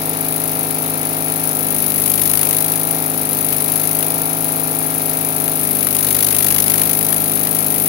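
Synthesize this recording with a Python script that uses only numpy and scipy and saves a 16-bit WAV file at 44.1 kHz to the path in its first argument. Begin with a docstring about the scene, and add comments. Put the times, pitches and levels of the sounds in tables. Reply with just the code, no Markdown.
"""A two-cylinder engine drones at about 3120 rpm; its exhaust spits a sharp hiss at every firing.
The block knocks, cooling air rushes. It drives a welder: stick welding on a truck frame in a garage.
At each of four burns the generator growls and speed sags; the governor opens the throttle and the
exhaust barks. Underneath, metal drops short the arc and sputter.
A few sharp cracks stand out over the engine."""
import sys
import numpy as np
from scipy import signal
from scipy.fft import rfft, irfft, next_fast_len
from scipy.io import wavfile
from scipy.ndimage import uniform_filter1d

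SR = 44100
rng = np.random.default_rng(int(sys.argv[2]) if len(sys.argv) > 2 else 0)


def unload_audio(sound):
    """Save the sound as a 16-bit wav file, at the path given as the first command line argument."""
    columns = np.transpose(np.atleast_2d(sound))
    # keep every value between -1 and 1, then stretch to whole-number steps
    steps = np.round(np.clip(columns, -1, 1) * 32767)
    wavfile.write(sys.argv[1], SR, steps.astype(np.int16))


N = 347508
TIME_S = np.arange(N) / SR
IDLE_HZ = 26  # four-stroke cycles per second

# Table levels are relative; each source adds its own gain.
# engine speed: t/s, cycle rate/Hz
SPEED = [(0.0, 26.167), (1.04, 26.025), (1.43, 26.107), (1.82, 25.464), (2.24, 25.34), (2.7, 26.369),
         (2.93, 26.524), (3.33, 25.634), (3.52, 25.615), (4.12, 26.363), (4.61, 26.276), (4.98, 26.032),
         (5.5, 26.025), (5.93, 25.044), (6.35, 25.14), (6.75, 25.813), (7.15, 26.052), (7.88, 25.757)]
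# drone lines: multiple of cycle rate, left level/dB, right level/dB
DRONE_ORDERS = [(2, -49.0, -47.1), (4, -43.3, -43.3), (5, -49.0, -51.3), (6, -34.4, -31.6),
                (7, -60.4, -54.2), (8, -47.9, -43.5), (9, -47.0, -47.8), (10, -33.5, -32.0),
                (11, -41.4, -39.6), (12, -42.8, -41.6), (13, -40.8, -38.9), (14, -48.0, -49.0),
                (15, -51.7, -50.6), (16, -39.0, -37.6), (17, -45.5, -47.4), (18, -45.8, -46.9),
                (19, -51.1, -45.2), (20, -48.5, -51.0), (22, -52.1, -52.9), (23, -41.7, -43.4),
                (24, -49.4, -46.5), (25, -36.6, -37.5), (26, -59.5, -51.9), (27, -43.7, -45.3),
                (28, -43.4, -41.6), (29, -39.5, -47.5), (30, -45.8, -49.2), (31, -47.1, -41.9),
                (32, -48.9, -50.1), (33, -44.6, -40.4), (34, -50.8, -46.0), (35, -42.2, -39.8),
                (37, -44.7, -44.6), (43, -46.6, -45.6), (52, -44.7, -51.9), (64, -45.2, -57.2)]
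# block knocks: position/cycles, level/dB
KNOCKS = [(.195, 1), (.27, -7), (.325, -8), (.705, 0), (.87, -12)]
# later arrival on the left: f/Hz, lag/rad
LEFT_LAG = [(0, 0), (100, .4), (480, .6), (580, 1.15), (760, .8), (860, 1.7), (930, 2.1), (1300, 2.2),
            (1750, 3.1), (2050, 5.5), (2500, 6.5)]
# blow-down, then piston push, per cylinder: start/cycles, rise/cycles, length/cycles,
# stretch/(cycles per throttle dB), level/dB, extra level/(dB per throttle dB)
PUFFS = [(.4, .05, .155, .007, 1.5, -.1), (.615, .035, .085, 0, -2, -1.6), (.887, .025, .07, .011, 0, .2),
         (1.03, .06, .095, 0, -2, -1.3)]
# slow drift of the hiss: t/s, level/dB
HISS_DRIFT = [(0, -3), (.5, 0.3), (1.0, -1.2), (1.4, 0.5), (5.6, 1.6), (6.45, -0.8), (7.88, 1.6)]
# arc burns: strike t/s, break t/s, current/(0-1)
BURNS = [(1.482, 2.216, 1), (3.097, 3.38, 0.57), (5.5, 5.82, 0.8), (6.35, 7.95, 1)]
# blow-down under load, per cylinder: start/cycles, rise/cycles, length/cycles, level/dB
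BARKS = [(.405, .085, .155, 1.2), (.892, .025, .1, -.5)]
# sharp cracks: t/s, level/dB
CRACKS = [(2.336, -20), (2.3735, -19), (2.431, -24), (3.5275, -23), (3.7595, -26), (4.0272, -23),
          (5.4793, -23), (5.828, -23), (5.8697, -20), (6.3849, -28), (6.7386, -21), (6.8167, -15.5),
          (7.1272, -18.5), (7.4714, -22), (7.7423, -29)]
# noise density per source: f/Hz, left level/dB, right level/dB
HISS_SPECTRUM = [(5470, -80.5, -84.5), (6540, -91, -70), (7780, -79, -89), (8440, -74.5, -104),
                 (9380, -60.5, -104), (9910, -52, -93), (10720, -50.5, -81), (11060, -55.5, -75),
                 (11730, -54, -76), (12760, -58.5, -92), (13600, -60, -90), (14300, -58, -86)]
BLOCK_SPECTRUM = [(610, -80, -81), (920, -74.5, -70.5), (1355, -65.5, -66), (1795, -67, -76),
                  (2080, -89, -76.5), (2390, -73.5, -79.5), (3000, -116, -79.5), (7000, -100, -95)]
FAN_SPECTRUM = [(30, -97, -97), (70, -87, -81), (133, -65.5, -70.5), (310, -66, -70), (503, -60, -56),
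                (592, -61, -73), (784, -69, -68), (1020, -63, -61.5), (1300, -69.5, -80.5),
                (1900, -66.5, -78.5), (2450, -64, -68.5), (3060, -76, -73.5), (3950, -69.5, -69.5),
                (6570, -91, -72), (9000, -103, -84.5)]
ARC_SPECTRUM = [(500, -69, -87), (1500, -95, -109), (4000, -82.5, -94), (7540, -102, -100.5),
                (11300, -62.5, -94), (16000, -77, -88)]
BARK_SPECTRUM = [(600, -77, -69), (960, -65, -76), (1400, -68, -79), (2190, -64, -74), (2960, -66, -75),
                 (3600, -73, -64.5), (5000, -66.5, -71.5), (6300, -80, -65), (7740, -79, -74),
                 (9400, -61, -85), (11200, -57.5, -71.5), (15700, -58, -74)]
CRACK_SPECTRUM = [(500, -83, -79), (1300, -54.5, -65), (2300, -55.5, -66), (4000, -58.5, -68),
                  (6500, -67, -68), (8150, -71, -78), (10900, -41, -78), (16000, -60, -80)]


def gain(db):
    """dB to amplitude."""
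    return 10 ** (np.asarray(db) / 20)


def unit_rms(x):
    """Scale to rms 1."""
    return x / np.sqrt(np.mean(x ** 2) + 1e-20)


def curve(table):
    """Breakpoints to one value per sample."""
    return np.interp(TIME_S, *np.transpose(table))


def wander(rate_hz):
    """Random drift, rms about 1."""
    knots = rng.standard_normal(N // 8)
    return np.interp(TIME_S * rate_hz, np.arange(len(knots)), knots) * np.sqrt(3 / 2)


def lag_rad(hz):
    """Phase lag, left and right; right is zero."""
    return np.array([[1], [0]]) * np.interp(hz, *np.transpose(LEFT_LAG))


def coloured(white, spectrum):
    """Apply a stereo spectrum and the left lag."""
    knots_hz, *sides_db = np.transpose(spectrum)
    size = next_fast_len(N)
    hz = np.fft.rfftfreq(size, 1 / SR)
    db = np.array([np.interp(np.log(hz + 1), np.log(knots_hz), side) for side in sides_db])
    response = gain(db) * np.exp(-1j * lag_rad(hz))
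    return irfft(rfft(white, size) * response, size)[:, :N] * np.sqrt(SR / 2)


def governor_db(lag_s=0.44, db_per_hz=7.5, idle_db=1.05):
    """Throttle gas flow: rises, with a lag, as speed sags."""
    sag_hz = IDLE_HZ - curve(SPEED)
    pole = np.exp(-1 / (lag_s * SR))
    return idle_db + db_per_hz * signal.lfilter([1 - pole], [1, -pole], sag_hz)


def weld_current(rise_s=0.15, fall_s=0.25):
    """Current, 0-1: each burn rises, holds, dies away."""
    return sum(peak * np.clip((TIME_S - strike_s) / rise_s, 0, 1)
               * np.clip(1 - (TIME_S - break_s) / fall_s, 0, 1) for strike_s, break_s, peak in BURNS)


def drone(cycles, scatter=0.74, waver=0.093, bright_db_per_hz=3.0, level_db=0.22):
    """Engine orders, phased by the knocks, partly scattered by the garage walls."""
    throttle_db = governor_db()
    overspeed_hz = curve(SPEED) - IDLE_HZ
    exhaust_boom_db = -0.2 + 1.22 * throttle_db
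    muffler_note_db = 2.5 * overspeed_hz
    generator_growl_db = 0.5 + 0.32 * throttle_db + 20 * np.log10(1 + 1.4 * weld_current())
    casing_hum_db = 0.5 - 0.59 * throttle_db
    order_db = {4: exhaust_boom_db, 6: muffler_note_db, 8: generator_growl_db, 10: casing_hum_db}
    out = np.zeros((2, N))
    for order, left_db, right_db in DRONE_ORDERS:
        direct = sum(gain(db) * np.exp(-2j * np.pi * order * position) for position, db in KNOCKS)
        clarity = min(order / 21, 1) ** 2  # garage blurs the bass most
        reflected = scatter * (rng.standard_normal() + 1j * rng.standard_normal())
        offset_rad = np.angle(clarity * direct + reflected)
        bright_db = np.clip((order - 16) / 8, 0, 1) * bright_db_per_hz * overspeed_hz
        unsteady = waver * order / 20
        level = gain(order_db.get(order, bright_db)) * (1 + unsteady * wander(14))
        phase_rad = 2 * np.pi * (order * cycles % 1) + offset_rad + unsteady * wander(14)
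        out += gain([[left_db], [right_db]]) * level * np.cos(phase_rad - lag_rad(order * IDLE_HZ))
    return gain(level_db) * np.sqrt(2) * out


def valve_flow(cycles, start, rise, length, uneven_db=0.8, jitter_cycles=0.004):
    """One puff per cycle: quick opening, hold, long fall; size and timing scatter."""
    firing = np.floor(cycles - start + jitter_cycles * 2).astype(int)
    size, late = rng.standard_normal((256, 2))[firing].T
    age_cycles = np.maximum(cycles - start - firing - jitter_cycles * late, 0)
    opening = 1 - np.exp(-age_cycles / rise)
    return gain(uneven_db * size) * opening / np.sqrt(1 + (age_cycles / length) ** 5)


def exhaust_hiss(cycles, wash_db=-12, grain_db=1.73, snap_db_per_db=5.0):
    """Turbulent jets at each firing, sharper and longer under load; garage wash between them."""
    throttle_db = governor_db()
    snap = gain(snap_db_per_db * throttle_db)
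    power = gain(wash_db) ** 2
    for start, rise, length, stretch, db, extra in PUFFS:
        puff = valve_flow(cycles, start, rise / snap, length + stretch * throttle_db)
        power += (gain(db + extra * throttle_db) * puff) ** 2
    flow = np.sqrt(power / uniform_filter1d(power, size=8192))
    jet = unit_rms(flow * gain(grain_db * wander(1300)) * rng.standard_normal((2, N)))
    return gain(throttle_db + curve(HISS_DRIFT)) * coloured(jet, HISS_SPECTRUM)


def block_knocks(cycles, ring_s=0.0024, level_db=2, load_db_per_db=-0.34):
    """Each knock rings the casing its own way, every cycle; load takes up slack and softens it."""
    knocks = np.zeros(N)
    for position, db in KNOCKS:
        hits = np.diff(np.floor(cycles - position), prepend=np.floor(cycles[0] - position))
        ring = rng.standard_normal(1024) * np.exp(-TIME_S[:1024] / ring_s)
        knocks += signal.oaconvolve(hits * gain(db), ring)[:N]
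    return gain(level_db + load_db_per_db * governor_db()) * coloured(unit_rms(knocks), BLOCK_SPECTRUM)


def fan(flutter_db=1.0, level_db=-1.5, split_hz=1100):
    """Cooling air and blurred clatter fill the garage; both sides share the bass."""
    low_pass = signal.butter(2, split_hz, fs=SR, output="sos")
    high_pass = signal.butter(2, split_hz, "high", fs=SR, output="sos")
    bass = signal.sosfilt(low_pass, rng.standard_normal(N))
    treble = signal.sosfilt(high_pass, rng.standard_normal((2, N)))
    return gain(level_db + flutter_db * wander(120)) * coloured(bass + treble, FAN_SPECTRUM)


def arc_sputter(drops_per_s=150, spread_db=5, ring_s=0.0022):
    """Metal drops short the arc and snap; rate follows current."""
    shorts = rng.random(N) < weld_current() * drops_per_s / SR
    snaps = shorts * gain(spread_db * np.minimum(rng.exponential(1, N), 2))
    ring = rng.standard_normal((2, 1024)) * np.exp(-TIME_S[:1024] / ring_s)
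    sputter = signal.oaconvolve(snaps[None], ring, axes=1)[:, :N]
    return coloured(unit_rms(sputter), ARC_SPECTRUM)


def exhaust_bark(cycles, grain_db=2.5, level_db=-10, load_db_per_db=2.11):
    """As the throttle opens, each blow-down fills the midrange too."""
    flow = sum(gain(db) * valve_flow(cycles, start, rise, length) for start, rise, length, db in BARKS)
    jet = unit_rms(flow * gain(grain_db * wander(1300)) * rng.standard_normal((2, N)))
    return gain(level_db + load_db_per_db * governor_db()) * coloured(jet, BARK_SPECTRUM)


def sharp_cracks(decay_s=0.0028, level_db=25):
    """Short hard bursts over the engine, reaching down into the midrange."""
    impulses = np.zeros(N)
    for t_s, db in CRACKS:
        impulses[round(t_s * SR)] = gain(db + level_db)
    envelope = signal.lfilter([1], [1, -np.exp(-1 / (decay_s * SR))], impulses + 1e-12)
    return coloured(envelope * rng.standard_normal((2, N)), CRACK_SPECTRUM)


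def scene():
    """Engine, arc, cracks; one crankshaft times drone, exhaust and knocks."""
    cycles = np.cumsum(curve(SPEED)) / SR
    engine = drone(cycles) + exhaust_hiss(cycles) + block_knocks(cycles) + fan()
    return engine + arc_sputter() + exhaust_bark(cycles) + sharp_cracks()


def record(dry, cutoff_hz=15850):
    """Clip at full scale, then low-pass."""
    low_pass = signal.firwin(1023, cutoff_hz, window=("kaiser", 9), fs=SR)
    return signal.oaconvolve(np.clip(dry, -1, 1), low_pass[None], "same")


dry = scene()
out = record(dry)
unload_audio(out)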